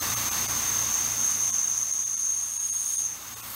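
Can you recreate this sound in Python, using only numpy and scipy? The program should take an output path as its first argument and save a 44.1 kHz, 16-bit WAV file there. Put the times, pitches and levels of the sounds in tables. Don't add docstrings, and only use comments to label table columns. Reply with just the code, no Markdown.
import sys
import numpy as np
from scipy import signal
from scipy.fft import rfft, irfft
from scipy.io import wavfile
from scipy.ndimage import uniform_filter1d, map_coordinates

SR = 44100
rng = np.random.default_rng(int(sys.argv[2]) if len(sys.argv) > 2 else 0)


def attenuation_scalar(level_db):
    decades = np.asarray(level_db, float) / 20
    return 10 ** decades


def persist_wave(psi):
    counts = np.round(np.clip(psi, -1, 1) * 32767).astype(np.int16)
    wavfile.write(sys.argv[1], SR, np.atleast_2d(counts).T)


N = 156555


def unit(x):
    return x / np.sqrt(np.mean(np.abs(x) ** 2) + 1e-20)


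def curves(rows):
    start_s, *columns = np.transpose(rows)
    t = np.arange(N) / SR
    return [np.interp(t, start_s, column) for column in columns]


def wobble(rate_hz):
    knots = rng.standard_normal(int(N / SR * 200))
    return map_coordinates(knots, [np.arange(N) * rate_hz / SR])


def lobes(peaks):
    f = np.fft.fftfreq(N, 1 / SR)
    gain = sum(attenuation_scalar(db) / (1 + (2 * (f - offset_hz) / width_hz) ** 2) for offset_hz, width_hz, db in peaks)
    return unit(np.fft.ifft(gain * np.fft.fft(rng.standard_normal(N))))


# pitch_hz, width_hz, boost_db
ENCLOSURE_MODES = [(1130, 250, 4), (2050, 250, 2), (2760, 150, 4), (3620, 300, 4), (4550, 200, 2),
                   (7900, 200, 4), (10450, 300, -3), (11850, 250, 3), (13200, 300, 2.5), (13680, 300, 2.5),
                   (15250, 300, 2.5)]


def hiss(spectrum, patchy_db):
    hz, _, z = signal.stft(rng.standard_normal(N + SR // 10), SR, nperseg=2048)
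    knot_hz, knot_db = np.transpose(spectrum)
    db = np.interp(np.log(hz + 1), np.log(knot_hz + 1), knot_db)
    for mode_hz, width_hz, boost_db in ENCLOSURE_MODES:
        db = db + boost_db / (1 + (2 * (hz - mode_hz) / width_hz) ** 2)
    patches = uniform_filter1d(rng.standard_normal(z.shape), size=15, axis=0)
    patches = unit(uniform_filter1d(patches, size=3, axis=1))
    _, noise = signal.istft(z * attenuation_scalar(db[:, None] + patchy_db * patches), SR, nperseg=2048)
    return unit(noise[:N])


# start_s, level_db, pitch_hz, upper_db (upper mode over whistle), depth (0-1)
WHISTLE_COURSE = [(0, -33, 6286, -10, 0.03), (.3, -29, 6333, -13, 0.27), (.8, -28.5, 6344, -15, 0.2),
                  (1.05, -27.5, 6360, -16, 0.25), (1.3, -27, 6370, -14, 0.33), (1.55, -26, 6357, -18, .5),
                  (2.1, -27, 6416, -16.5, 0.75), (2.35, -27.5, 6433, -16, 0.84),
                  (2.55, -29.5, 6510, -11.5, 0.8), (2.75, -30, 6500, -9, 0.94), (2.9, -28, 6520, -9, 0.73),
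                  (2.99, -29, 6480, -7, 0.83), (3.05, -25, 6410, -19, 0.8), (3.12, -34.5, 6350, -15, .6),
                  (3.2, -43, 6390, -11, 0.1), (3.27, -41, 6440, -13.5, 0.4), (3.55, -51.5, 6460, 2.5, 0.55)]
# offset_hz, width_hz, level_db
SHALLOW_HOLE = [(-640, 450, -11.5), (-270, 220, -11), (-89, 310, -2), (90.5, 220, 3), (814, 140, -10)]
# offset_hz, width_hz, level_db
DEEP_HOLE = [(-650, 200, -35.5), (-130, 130, -1.5), (30, 98, 3), (600, 560, -56)]
# offset_hz, width_hz, level_db
UPPER_MODE = [(5, 350, -1.5), (-480, 360, -6), (670, 80, -14)]
# pitch_hz, density_db (per Hz)
FLUTE_DRAFT = [(1500, -29), (3500, -6), (5500, -6), (10000, 1.5), (13000, -4), (13900, -11), (16000, -4)]


def whistle():
    level_db, pitch_hz, upper_db, depth = curves(WHISTLE_COURSE)
    depth = np.clip(depth, 0, 1)
    flutter_db, surge_db = 1.03, 0.63
    gust_db = flutter_db * wobble(50) + surge_db * wobble(14)

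    swing = np.sqrt(1 - depth) * lobes(SHALLOW_HOLE) + np.sqrt(depth) * lobes(DEEP_HOLE)
    swing = swing * attenuation_scalar(gust_db)
    saturates = 0.66
    swing = unit(swing / (1 + np.abs(swing / saturates) ** 2) ** .2)
    main = swing * np.exp(2j * np.pi * np.cumsum(pitch_hz) / SR)

    upper_hz, upper_trim_db, draft_db = 9356, -0.5, -4
    upper = lobes(UPPER_MODE) * np.exp(2j * np.pi * upper_hz * np.arange(N) / SR)
    upper = upper * attenuation_scalar(upper_trim_db + 0.8 * gust_db)
    upper = upper + attenuation_scalar(draft_db) * hiss(FLUTE_DRAFT, patchy_db=0.8)
    return np.sqrt(2) * attenuation_scalar(level_db) * (main + upper * attenuation_scalar(upper_db)).real


# shaft_order, level_db (over the workshop)
PUMP_ORDERS = [(2, -12), (3, -13), (4, -9), (5, -21.5), (6, -22.5), (7, -20.5), (8, -18), (9, -19.5),
               (10, -26.5), (11, -19), (12, -20)]


def hum():
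    pump_hz, fan_hz, mains_hz = 28.4, 116.7, 240
    fan_db, fan_second_db, mains_db, sway_db = -12.5, -14.5, -19, 1.4
    t = np.arange(N) / SR - .153
    lines = [(order * pump_hz, db) for order, db in PUMP_ORDERS]
    lines += [(2 * fan_hz, fan_second_db), (mains_hz, mains_db)]
    tones = attenuation_scalar(fan_db) * np.cos(2 * np.pi * fan_hz * t)
    for hz, db in lines:
        phase = rng.uniform(0, 2 * np.pi)
        if round(hz) == round(4 * pump_hz):
            phase = 0
        tones = tones + attenuation_scalar(db + sway_db * wobble(6)) * np.cos(2 * np.pi * hz * t + phase)
    return tones


# start_s, level_db, spill_db (jet spill over it)
SHOP_COURSE = [(0, -35.5, 2), (.05, -35.5, -4), (.6, -37.5, -3), (1.3, -42, -2.5), (1.6, -45.5, -2.5),
               (2.1, -50.5, -4.5), (2.7, -52, -8), (2.98, -51.5, -6.5), (3.15, -49, -1.5), (3.3, -46.5, -3),
               (3.55, -44.5, 3.5)]
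# pitch_hz, density_db
ROAR_SPECTRUM = [(25, -30), (55, -10.5), (300, -10), (464, -11.5), (1100, -4.5), (3100, -10), (7000, -8),
                 (11000, -16.5)]
# pitch_hz, density_db
SPILL_SPECTRUM = [(9000, -25.5), (11000, -5), (12800, 0.5), (13600, -2), (14400, -2.5), (15400, -1.5),
                  (16000, -6)]


def shop():
    level_db, spill_db = curves(SHOP_COURSE)
    roar = attenuation_scalar(4.5 + 0.19 * wobble(11)) * hiss(ROAR_SPECTRUM, patchy_db=0.88)
    spill = attenuation_scalar(2.5 + spill_db + 0.16 * wobble(14)) * hiss(SPILL_SPECTRUM, patchy_db=2.5)
    hum_gain = attenuation_scalar(0.08 * (level_db - level_db.max()))
    return attenuation_scalar(level_db) * (roar + spill + hum() * hum_gain)


# pitch_hz, width_hz, depth (0-1)
BLOCK_NOTCHES = [(5760, 90, 0.7), (7520, 125, 0.42), (8000, 98, 0.28)]


def scene():
    f = np.fft.rfftfreq(N, 1 / SR)
    gain = np.ones(len(f))
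    for notch_hz, width_hz, depth in BLOCK_NOTCHES:
        gain = gain * (1 - np.clip(depth, 0, .9) / (1 + (2 * (f - notch_hz) / width_hz) ** 2))
    return irfft(rfft(whistle() + shop()) * gain, N)[None]


STARVED_FRAMES = [.0047, .154, .3033, .474, 1.5193, 1.9247, 2.0527, 2.1593, 2.586, 2.714, 2.970, 3.354,
                  3.418]


def starve(x):
    hop = 941
    step_db, leak_db = 15.5, -30
    n, k = np.arange(2 * hop), np.arange(hop)
    basis = np.cos(np.pi / hop * np.outer(k + .5, n + .5 + hop / 2)) * np.sqrt(2 / hop)
    basis = basis * np.sin(np.pi * (n + .5) / (2 * hop))
    out = np.pad(x, hop)
    at = np.round(np.array(STARVED_FRAMES) * SR).astype(int)[:, None] + n
    bins = out[at] @ basis.T
    around = np.pad(np.abs(bins), ((0, 0), (40, 40)), 'reflect')
    median = signal.medfilt2d(around, kernel_size=(1, 81))[:, 40:-40]
    step = median * attenuation_scalar(step_db) + 1e-12
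    coarse = np.sign(bins) * np.floor(np.abs(bins) / step + .35) * step
    out[at] -= (1 - attenuation_scalar(leak_db)) * (bins - coarse) @ basis
    return out[hop:-hop]


def roll_off(x):
    return signal.sosfilt(signal.butter(12, 17020, fs=SR, output="sos"), x)


def record(dry):
    x = starve(dry[0])
    x = irfft(rfft(x) * (np.fft.rfftfreq(N, 1 / SR) < 15760), N)
    return roll_off(x[None])


dry = scene()
out = record(dry)
persist_wave(out)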